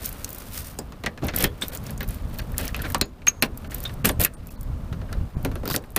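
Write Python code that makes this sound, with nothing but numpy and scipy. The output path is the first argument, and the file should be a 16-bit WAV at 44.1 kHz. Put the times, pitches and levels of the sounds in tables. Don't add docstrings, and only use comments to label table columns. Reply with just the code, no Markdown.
import sys
import numpy as np
from scipy import signal
from scipy.fft import rfft, irfft, next_fast_len
from scipy.io import wavfile
from scipy.ndimage import uniform_filter1d

SR = 44100
rng = np.random.default_rng(int(sys.argv[2]) if len(sys.argv) > 2 else 0)


def field_ratio(decibels):
    return 10 ** (np.asarray(decibels, dtype=float) / 20)


def dump_mix(stems):
    frames = np.atleast_2d(stems).T
    limited = np.clip(frames, -1, 1)
    pcm = np.round(limited * 32767).astype(np.int16)
    wavfile.write(sys.argv[1], SR, pcm)


N = 263718

# start_s [s], peak_db [dB], pitch_hz [Hz]
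THUDS = [(1.04, -27, 150), (1.224, -24, 140), (1.232, -22, 260), (1.242, -23, 400), (1.437, -14.5, 129),
         (2.082, -22, 88), (4.045, -12.5, 148), (4.1915, -12, 75), (4.399, -25, 59.3), (4.7, -21.5, 110),
         (4.729, -24, 70.7), (4.918, -18, 101.5), (5.153, -20.5, 84), (5.177, -23.5, 80),
         (5.211, -15.5, 85), (5.237, -20, 109.4), (5.368, -14.5, 130), (5.715, -16.5, 130)]
# time_s [s], level_db [dB]
FINGERS = [(0.0, -41), (0.51, -46), (0.85, -55.5), (1.13, -59.5), (1.32, -58), (1.73, -48.5), (1.86, -52.5),
           (2.41, -51.5), (2.81, -50), (2.9, -41), (3.01, -65), (3.16, -63.5), (3.78, -54.5), (4.31, -59),
           (5.7, -57.5), (5.98, -65.5)]
# mode_hz [Hz], width_hz [Hz], level_db [dB]
DOOR_MODES = [(140, 96, 0), (255, 93, 2.5), (413, 130, -0.5), (604, 156, -1.5), (805, 303, -9)]


def unit(x):
    return x / np.sqrt(np.mean(x ** 2) + 1e-20)


def along(points, hz):
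    f, v = np.transpose(points)
    return np.interp(np.log(hz + 1), np.log(f + 1), v)


def curve(points):
    s, value = np.transpose(points)
    return np.interp(np.arange(N) / SR, s, value)


def wobble(rate_hz):
    knots = rng.standard_normal(int(N * rate_hz / SR) + 2)
    return np.interp(np.arange(N) * rate_hz / SR, np.arange(len(knots)), knots)


def filtered(x, response):
    m = next_fast_len(len(x) + 2048)
    spectrum = rfft(x, m) * response(np.fft.rfftfreq(m, 1 / SR))
    return irfft(spectrum, m)[:len(x)]


def resonance(f, hz, width_hz):
    return 1j * f * width_hz / (hz * hz - f * f + 1j * f * width_hz)


def modes(f, table):
    total = 0
    for k, (hz, width_hz, db) in enumerate(table):
        total = total + (-1) ** k * field_ratio(db) * resonance(f, hz, width_hz)
    return total


def tint(spectrum):
    return lambda hz: field_ratio(along(spectrum, hz))


def hiss(response, grit_db):
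    grains = rng.standard_normal(N) * field_ratio(grit_db * wobble(350))
    return unit(filtered(grains, response))


def add(track, start_s, sound, peak_db):
    part = track[max(round(start_s * SR), 0):][:len(sound)]
    part += field_ratio(peak_db) * sound[:len(part)] / np.abs(sound).max()


def contact(t60_s, spike):
    t = np.arange(SR // 12) / SR
    bounce_db = 3.3 * np.repeat(rng.standard_normal(len(t) // 64 + 1), 64)[:len(t)]
    envelope = field_ratio(bounce_db - 60 * t / max(t60_s, 0.003)) * (1 - np.exp(-t / 0.00031))
    chatter = rng.standard_normal(len(t)) * envelope
    chatter[4] += spike
    return chatter


def background():
    # time_s [s], level_db [dB]
    grip = [(0.0, -56), (0.01, -37), (0.98, -40), (1.46, -32), (1.58, -39.5), (1.83, -33), (3.01, -31),
            (3.08, -43), (3.98, -30.5), (4.21, -28.5), (4.28, -39), (4.58, -37), (4.71, -32), (5.08, -32.5),
            (5.21, -33.5), (5.33, -41), (5.36, -27.5), (5.98, -40.5)]
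    # freq_hz [Hz], density_db [dB per Hz]
    rumble_spectrum = [(10, -36), (18, -2), (35, 0), (80, -1.5), (130, -7), (250, -16.5), (330, -29.5),
                       (500, -66)]
    # freq_hz [Hz], density_db [dB per Hz]
    hall_spectrum = [(90, -34), (150, -8), (260, -0.5), (345, -9), (550, -6.5), (800, -12), (1200, -12.5),
                     (1850, -25), (4000, -34), (8500, -37), (15200, -41)]
    jolt_db, jolt_width_s, jolt_lag_s = -17.5, 0.014, 0.021
    t = np.arange(N) / SR
    grip_db = curve(grip)
    rumble_level = field_ratio(grip_db - 0.5 + 1.9 * wobble(22))
    for s, db, _ in THUDS:
        rumble_level += field_ratio(db + jolt_db) * np.exp(-((t - s - jolt_lag_s) / jolt_width_s) ** 2)
    rumble = rumble_level * hiss(tint(rumble_spectrum), grit_db=1.6)
    air_db = -15 + 0.51 * grip_db + 0.25 * curve(FINGERS)
    air = field_ratio(air_db + 0.61 * wobble(8)) * hiss(tint(hall_spectrum), grit_db=0.3)
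    return rumble + air


def friction():
    # start_s [s], top_s [s], end_s [s], level_db [dB]
    shuffles = [
        (.01, 0.052, 0.1, -35.5),
        (0.252, .35, 0.82, -53),
        (0.505, 0.579, 0.64, -34.5),
        (0.635, 0.667, .75, -44),
        (4.44, 4.515, 4.56, -55.5),
    ]
    # start_s [s], top_s [s], end_s [s], level_db [dB]
    twists = [(1.33, 1.43, 1.485, -32), (1.61, 1.623, 1.675, -36.5), (1.668, 1.765, 1.77, -43),
              (1.82, 1.861, 1.95, -49), (2.0, 2.038, 1.96, -43), (2.07, 2.098, 2.23, -50.5),
              (2.296, 2.417, 2.36, -45.5), (2.562, 2.6, 2.72, -38), (3.424, 3.432, 3.475, -36.5),
              (3.58, 3.672, 3.8, -61), (3.693, 3.738, 3.87, -50), (3.8, 3.847, 3.95, -50),
              (4.042, 4.054, 4.1, -26), (4.071, 4.096, 4.05, -33.5), (4.191, 4.211, 4.28, -29),
              (5.64, 5.736, 5.72, -37.5), (2.368, 2.4, 2.43, -47), (2.02, 2.034, 2.05, -43)]
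    # start_s [s], top_s [s], end_s [s], level_db [dB], door_db [dB]
    grinds = [
        (1.214, 1.236, 1.316, -43.5, -28.5),
        (1.273, 1.28, 1.39, -48, -40),
        (2.74, 2.76, 2.85, -49, -39),
        (2.8, 2.864, 2.87, -42.5, -39),
        (5.052, 5.123, 5.32, -65, -43.5),
        (5.439, 5.45, 5.52, -75, -34),
        (5.603, 5.74, 5.42, -32, -32),
        (5.96, 5.967, 6.25, -30, -28),
    ]
    # freq_hz [Hz], density_db [dB per Hz]
    skin_spectrum = [(880, -43), (1500, -15), (3450, -9), (5390, -5), (7710, -6.5), (8750, -3),
                     (12500, -4.5), (14100, 0.5), (15200, 0.5)]
    # freq_hz [Hz], density_db [dB per Hz]
    blade_spectrum = [(500, -40), (900, -12.5), (1400, 0), (2000, -3), (3000, -5), (4500, -8.5),
                      (6500, -20), (15000, -33)]
    shuffle_db, twist_db, grind_skin_db = np.array([2.5, -14.5, -20]), np.array([1, -1, 2.6]), -16

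    strokes = [(*when, db + shuffle_db) for *when, db in shuffles]
    strokes += [(*when, db + twist_db) for *when, db in twists]
    strokes += [(*when, [db + grind_skin_db, db, door_db]) for *when, db, door_db in grinds]

    fingers_db = curve(FINGERS)
    effort = np.array([field_ratio(fingers_db - 3.5), field_ratio(0.64 * fingers_db - 24), np.zeros(N)])
    slips = field_ratio(2.64 * wobble(130))
    for start_s, top_s, end_s, db in strokes:
        span = np.arange(round(start_s * SR), min(round(end_s * SR), N))
        swell = np.interp(span / SR, [start_s, top_s, end_s], [0, 1, 0]) ** 1.07
        effort[:, span] += field_ratio(db)[:, None] * swell * slips[span]
    skin = hiss(tint(skin_spectrum), grit_db=3.5)
    blade = hiss(tint(blade_spectrum), grit_db=2.5)
    door = hiss(lambda f: modes(f, DOOR_MODES), grit_db=1.5)
    return np.sum(effort * [skin, blade, door], axis=0)


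def ticks():
    # start_s [s], peak_db [dB], brightest_hz [Hz]
    approach = [(0.0194, -30, 14700), (0.058, -11, 14700), (0.0907, -19.5, 13700), (0.1264, -23.5, 10900),
                (0.2449, -13, 6130), (0.2907, -21, 14600), (0.3037, -22, 14900), (0.3282, -24, 14900),
                (0.347, -22, 14400), (0.383, -21, 13200), (0.7881, -17, 7550), (0.9218, -36.5, 5000),
                (1.0366, -33, 5000), (1.0615, -27, 6300), (1.1757, -40, 8620), (1.2381, -34, 6840),
                (1.282, -27, 6060)]
    # start_s [s], peak_db [dB], brightest_hz [Hz]
    turning = [(1.6126, -25, 8200), (1.6818, -20, 13200), (1.733, -25, 12300), (1.7496, -14, 15200),
               (1.7727, -24, 6750), (1.8392, -30, 13500), (1.8656, -25.5, 5200), (1.9061, -26, 11600),
               (1.977, -27, 6630), (2.0058, -22, 14800), (2.03, -21, 14700), (2.077, -30, 14200),
               (2.0877, -21.5, 11600), (2.1064, -26, 10000), (2.1435, -31, 14500), (2.2847, -42, 14700),
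               (2.342, -30, 14700), (2.3765, -34, 14900), (2.386, -20, 14700), (2.5187, -34, 12100)]
    # start_s [s], peak_db [dB], brightest_hz [Hz]
    throwing = [(2.581, -8, 15800), (2.611, -21, 10200), (2.6529, -19, 14600), (2.6788, -18.5, 5030),
                (2.7443, -29, 5170), (2.764, -24, 12100), (2.8193, -18, 12200), (2.8828, -36, 14900),
                (2.9013, -22, 14700), (2.9204, -24, 13100), (2.9456, -14, 7800), (2.981, -28, 13500),
                (3.0128, -10.5, 5100), (3.057, -42, 11800), (3.268, -19, 6440), (3.4236, -4, 11200),
                (3.5743, -25, 13800), (3.7083, -31, 6500), (3.7165, -27, 11000), (3.7449, -16, 13600),
                (3.7824, -28, 12500), (3.8034, -22, 12800), (3.8302, -27, 14000), (3.838, -18.5, 13800),
                (3.9394, -31, 12200)]
    # start_s [s], peak_db [dB], brightest_hz [Hz]
    leaving = [(4.337, -35, 8790), (4.47, -30.5, 14100), (4.519, -34, 11300), (4.6096, -31, 9700),
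               (4.63, -32, 14300), (4.9278, -43, 5310), (5.1272, -30.5, 5130), (5.4286, -33, 13700),
               (5.448, -20.5, 12200), (5.4574, -31, 14100), (5.5154, -41, 14000), (5.5544, -31, 11300),
               (5.823, -46, 9000), (5.839, -42, 14000), (5.858, -48, 10000), (5.949, -43, 9000),
               (5.904, -36, 11300), (5.9194, -38, 13500), (5.9618, -4, 11200)]
    # start_s [s], peak_db [dB]
    pins = [(1.2451, -25), (1.2682, -20), (1.3462, -25), (1.3611, -9.5), (1.372, -24), (1.3826, -20),
            (1.3857, -11), (1.4042, -17), (1.4075, -15), (1.4388, -13), (1.4242, -11), (1.4412, -9),
            (4.0475, -10), (4.0542, -2), (4.0894, -11.5), (4.1969, -13), (4.204, -11), (4.2138, -6),
            (4.2255, -10), (4.2362, -8), (4.2474, -4), (5.655, -22), (5.6765, -16), (5.6884, -24),
            (5.7004, -15), (5.7107, -17), (5.7214, -22), (5.7285, -19), (5.733, -21), (5.74, -18),
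            (5.7482, -14), (5.753, -17), (5.7615, -11)]
    pin_hz, pin_low_hz, tick_t60_s = 12880, 4700, 0.016

    hits = [(s, db, hz, 0) for s, db, hz in approach + turning + throwing + leaving]
    for s, db in pins:
        low = 1.4 if s > 5 else 0
        hits.append((s, db, pin_hz * (1 + 0.044 * rng.standard_normal()), low))

    out = np.zeros(N)
    for s, db, hz, low in hits:
        def colour(f):
            part = resonance(f, hz, 1800) + low * resonance(f, pin_low_hz, 1260)
            port = 0.5 * resonance(f, 14700, 1100)
            wide = 0.29 * resonance(f, 9000, 14000)
            return (part + port + wide) * resonance(f, 11300, 17600)

        t60_s = tick_t60_s * (1 + max(db + 11.5, 0) / 30)
        add(out, s + 0.0004, filtered(contact(t60_s, spike=3.6), colour), db + 3.2)
    return out


def knocks():
    # start_s [s], peak_db [dB], loudest_hz [Hz], panel_db [dB]
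    bolt = [(0.788, -36, 1010, -24), (0.922, -33.5, 1150, -41), (1.038, -20, 1880, -20.5),
            (1.062, -13.5, 1820, -21), (1.176, -28.5, 1660, -37), (1.224, -31, 1210, -27),
            (1.285, -14.5, 1870, -28), (1.337, -22.5, 1750, -26), (1.4415, -11, 1880, -16.5),
            (1.895, -29, 1580, -31), (2.007, -20.5, 1750, -27), (2.392, -22, 1752, -30.5),
            (2.588, -25, 1750, -32), (2.792, -25.5, 1600, -35), (2.853, -24, 1342, -28),
            (2.9465, -11, 1150, -18), (3.012, -7.5, 4150, -15.5), (3.219, -36, 2260, -41),
            (3.4234, -5, 2420, -14.5), (3.424, -6.5, 4200, -25.5), (3.428, -13.5, 1060, -25),
            (3.646, -33.5, 1590, -35.5), (3.719, -27.5, 1840, -33), (3.894, -30.5, 1730, -38),
            (4.047, -10.5, 1620, -20.5), (4.054, -12, 2600, -22.5), (4.0945, -15, 3410, -16),
            (4.199, -22, 2610, -19.5)]
    # start_s [s], peak_db [dB], loudest_hz [Hz], panel_db [dB]
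    knob = [(4.927, -29.5, 1350, -28.5), (5.015, -38, 1520, -31.5), (5.127, -26.5, 1353, -34),
            (5.449, -19, 1630, -17.5), (5.515, -33, 1020, -28.5), (5.556, -27.5, 1230, -27.5),
            (5.655, -31, 1350, -22.5), (5.677, -28, 1030, -23.5), (5.7, -20.5, 1010, -26),
            (5.742, -18.5, 1750, -20), (5.7615, -22, 4410, -19.5), (5.839, -37, 1710, -43),
            (5.962, -14, 1920, -22.5), (5.965, -18, 1090, -24), (5.633, -36, 1200, -23.5)]
    # start_s [s], peak_db [dB], loudest_hz [Hz]
    loose = [
        (0.244, -28.5, 4200),
        (1.62, -15, 3500),
        (2.745, -16.5, 2620),
        (3.2703, -10, 2470),
        (3.2728, -9, 2343),
        (3.852, -20, 3680),
        (4.248, -17, 2610),
        (4.2495, -14, 1750),
    ]
    # mode_hz [Hz], width_hz [Hz], level_db [dB]
    lock_modes = [(1150, 380, -2), (1750, 446, 0), (2600, 420, -1), (4200, 720, -5), (5950, 1300, -10.5)]
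    t60_s, loose_panel_db = 0.066, -23

    out = np.zeros(N)
    for s, db, hz, panel_db in bolt + knob + [(s, db, hz, db + loose_panel_db) for s, db, hz in loose]:
        body = filtered(contact(t60_s, spike=10.9), lambda f: modes(f, lock_modes) * resonance(f, 1880, 7000))
        part_t60_s = t60_s * min(1.2, 1800 / hz)
        part = filtered(contact(part_t60_s, spike=11.2),
                        lambda f: resonance(f, hz, 370) * resonance(f, hz, 3700))
        panel = filtered(contact(1.45 * t60_s, spike=7.9), lambda f: modes(f, DOOR_MODES))
        add(out, s + 0.0003, 0.57 * body + 1.2 * part, db - 0.3)
        add(out, s + 0.00033, panel, panel_db)
    return out


def rings():
    # start_s [s], pitch_hz [Hz], peak_db [dB], t60_s
    # [s]
    free_keys = [(.789, 4980, -35.5, 0.037), (.789, 7600, -44, .06), (1.3615, 13100, -20, .025),
                 (1.386, 13200, -20, 0.022), (1.405, 13100, -29, .04), (3.414, 6400, -41, .06),
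                 (1.442, 3200, -24, 0.04), (1.46, 3340, -38, .12), (1.62, 3630, -20, 0.056),
                 (1.62, 8079, -31, 0.058), (3.015, 4320, -36, .1), (3.013, 6840, -38, 0.15),
                 (3.02, 5000, -47, .15), (3.292, 6465, -28, .05), (3.3, 6490, -54, 0.82),
                 (3.285, 12700, -43, 0.1), (3.853, 3715, -25.5, 0.075), (4.056, 8300, -30, 0.15),
                 (4.09, 13100, -36, .08), (4.1, 12100, -44, .1), (4.34, 8770, -47.5, 0.088)]
    out, t = np.zeros(N), np.arange(SR // 8) / SR
    for s, hz, db, t60_s in free_keys:
        sway_rad = np.cumsum(rng.standard_normal(len(t))) * 0.12
        envelope = field_ratio(-60 * t / t60_s) * (1 - np.exp(-t / 0.0017))
        add(out, s, np.sin(2 * np.pi * hz * t + sway_rad) * envelope, db)
    return out


def thuds():
    out, t = np.zeros(N), np.arange(SR // 6) / SR
    for s, db, hz in THUDS:
        envelope = field_ratio(-60 * t * hz / 3.6) * (1 - np.exp(-t / 0.0013))
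        add(out, s, np.sin(2 * np.pi * hz * t) * envelope, db)
    return out


def snaps():
    # start_s [s], peak_db [dB], centre_hz [Hz], t60_s [s], sign [push 1, pull -1]
    cracks = [
        (1.0617, -12, 4000, .004, 1),
        (1.4414, -4, 3500, .008, 1),
        (2.581, -3.5, 11000, .002, 1),
        (2.9464, -7, 3500, .003, -1),
        (3.0126, -3.5, 4500, .003, -1),
        (4.0943, -9, 1200, .003, -1),
        (5.7624, -4, 6000, .008, 1),
        (4.2482, -11, 6000, .006, 1),
        (3.2685, -18, 9000, .006, 1),
        (5.449, -19, 6000, .004, 1),
    ]
    out = np.zeros(N)
    for s, db, hz, t60_s, sign in cracks:
        crack = filtered(contact(t60_s, spike=6.5),
                         lambda f: resonance(f, hz, 2.5 * hz) * resonance(f, hz, 1.6 * hz))
        add(out, s, sign * crack, db)
    return out


def rattles():
    # start_s [s], peak_db [dB], pitch_hz [Hz], t60_s [s]
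    parts = [(1.347, -29, 1740, .03), (1.375, -27, 1900, .03), (1.396, -28, 3420, .02),
             (1.407, -24, 3010, .03), (1.408, -26, 5800, .03), (1.423, -23, 2410, .03),
             (1.443, -14, 1820, .03), (1.446, -18, 3000, .03), (2.387, -33, 4300, .1),
             (2.39, -33, 2700, .1), (2.542, -35, 1900, .03), (2.6, -30, 2600, .03), (2.67, -32, 2800, .03),
             (2.69, -31, 1800, .03), (2.76, -29, 2500, .02), (2.808, -31, 1460, .04),
             (2.82, -33, 3500, .015), (2.836, -28, 1500, .09), (2.862, -27, 2000, .05),
             (2.902, -32, 1700, .04), (2.921, -36, 4200, .012), (3.28, -22, 2500, .04),
             (3.429, -14, 2600, .04), (1.442, -13, 11400, .015), (4.0545, -9, 13000, .015),
             (4.056, -16, 9000, .02), (4.109, -31, 9600, .015), (4.115, -30, 9600, .015),
             (4.2485, -11, 12000, .02), (5.762, -11, 11000, .01), (2.947, -15, 1100, .05),
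             (3.014, -19, 4250, .07), (4.044, -26, 2600, .03), (4.048, -20, 6000, .012),
             (4.049, -21, 1640, .08), (4.089, -26, 6800, .03), (4.225, -26, 3500, .03),
             (4.237, -26, 2700, .04), (4.249, -17, 2600, .035), (4.49, -43, 2650, .08),
             (4.49, -48, 4950, .06), (4.56, -51, 4250, .06), (5.09, -40, 1550, .1), (5.132, -37, 1550, .12),
             (5.13, -41, 3800, .05), (5.656, -30, 1400, .09), (5.677, -29, 4660, .03),
             (5.689, -30, 4800, .015), (5.7005, -22, 4650, .012), (5.709, -24, 4900, .025),
             (5.709, -24, 1340, .05), (5.722, -28, 4000, .012), (5.732, -31, 6000, .02),
             (5.75, -22, 1410, .04), (5.779, -36, 6400, .012)]
    out = np.zeros(N)
    for s, db, hz, t60_s in parts:
        rattle = filtered(contact(t60_s, spike=4.5),
                          lambda f: resonance(f, hz, 150 + 0.1 * hz) * resonance(f, hz, 600 + 0.4 * hz))
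        add(out, s, rattle, db)
    return out


def squeak():
    # top_s [s], pitch_hz [Hz], peak_db [dB], rise_s [s], sag_s [s], choke_s [s], octave_db [dB]
    cylinder = (3.2845, 6460, -3.5, 0.0038, 0.0042, 0.006, -19)
    top_s, hz, db, rise_s, sag_s, choke_s, octave_db = cylinder
    t = np.arange(N) / SR - top_s
    choked = 1 + np.exp(np.clip((t - choke_s) / 0.0005, -50, 50))
    after = np.exp(-np.abs(t / sag_s)) / choked
    swell = np.where(t < 0, np.exp(-np.abs(t / rise_s) ** 1.5), after)
    tone = swell * np.sin(2 * np.pi * hz * t)
    octave = field_ratio(octave_db) * swell ** 2 * np.sin(2 * np.pi * 2 * hz * t)
    return field_ratio(db) * (tone + octave)


def hallway(x):
    # freq_hz [Hz], t60_s [s]
    walls = [(200, 0.48), (2000, 0.12), (10000, 0.052)]
    hz, t, z = signal.stft(rng.standard_normal(SR // 3), SR, nperseg=256)
    decay = field_ratio(-60 * t / along(walls, hz)[:, None])
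    tail = signal.istft(z * decay, SR, nperseg=256)[1]
    return signal.fftconvolve(np.pad(x, (200, 0)), tail / np.linalg.norm(tail))[:N]


def scene():
    metal = ticks() + knocks() + rings() + squeak() + snaps() + rattles()
    return (metal + field_ratio(-17.5) * hallway(metal) + thuds() + friction() + background())[None]


def starved(x):
    # centre_s [s], length_s [s], above_hz [Hz]
    dropouts = [(1.712, .012, 2500), (2.035, .016, 6500), (2.41, .012, 2000), (3.037, .026, 5300),
                (3.411, .012, 2000), (3.688, .018, 2200), (4.035, .01, 2500), (4.36, .014, 2000),
                (4.499, .014, 1000), (4.568, .014, 2400), (5.36, .016, 2500)]
    sink_db, kept_over_db = -18, 1.8
    hz, t, z = signal.stft(x, SR, nperseg=256, noverlap=192)
    gain = np.ones(z.shape)
    for s, length_s, above_hz in dropouts:
        now = np.abs(t - s) < length_s / 2
        power = uniform_filter1d(np.mean(np.abs(z[:, now]) ** 2, axis=1), size=3)
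        nearby = uniform_filter1d(power, size=15)
        weak = (hz > above_hz) & (power < field_ratio(2 * kept_over_db) * nearby)
        gain[np.ix_(weak, now)] = field_ratio(sink_db)
    return signal.istft(z * gain, SR, nperseg=256, noverlap=192)[1][:N]


def band_limit(x):
    return signal.sosfilt(signal.butter(12, 16440, fs=SR, output="sos"), x)


def record(dry):
    edge_hz, edge_db = [15000, 15250, 16400, 16500], [0, -28, -33, -70]
    band = filtered(dry[0], lambda hz: field_ratio(np.interp(hz, edge_hz, edge_db)))
    band = band / (1 + np.abs(band / 0.87) ** 4) ** (1 / 4)
    return band_limit(starved(band)[None])


dry = scene()
out = record(dry)
dump_mix(out)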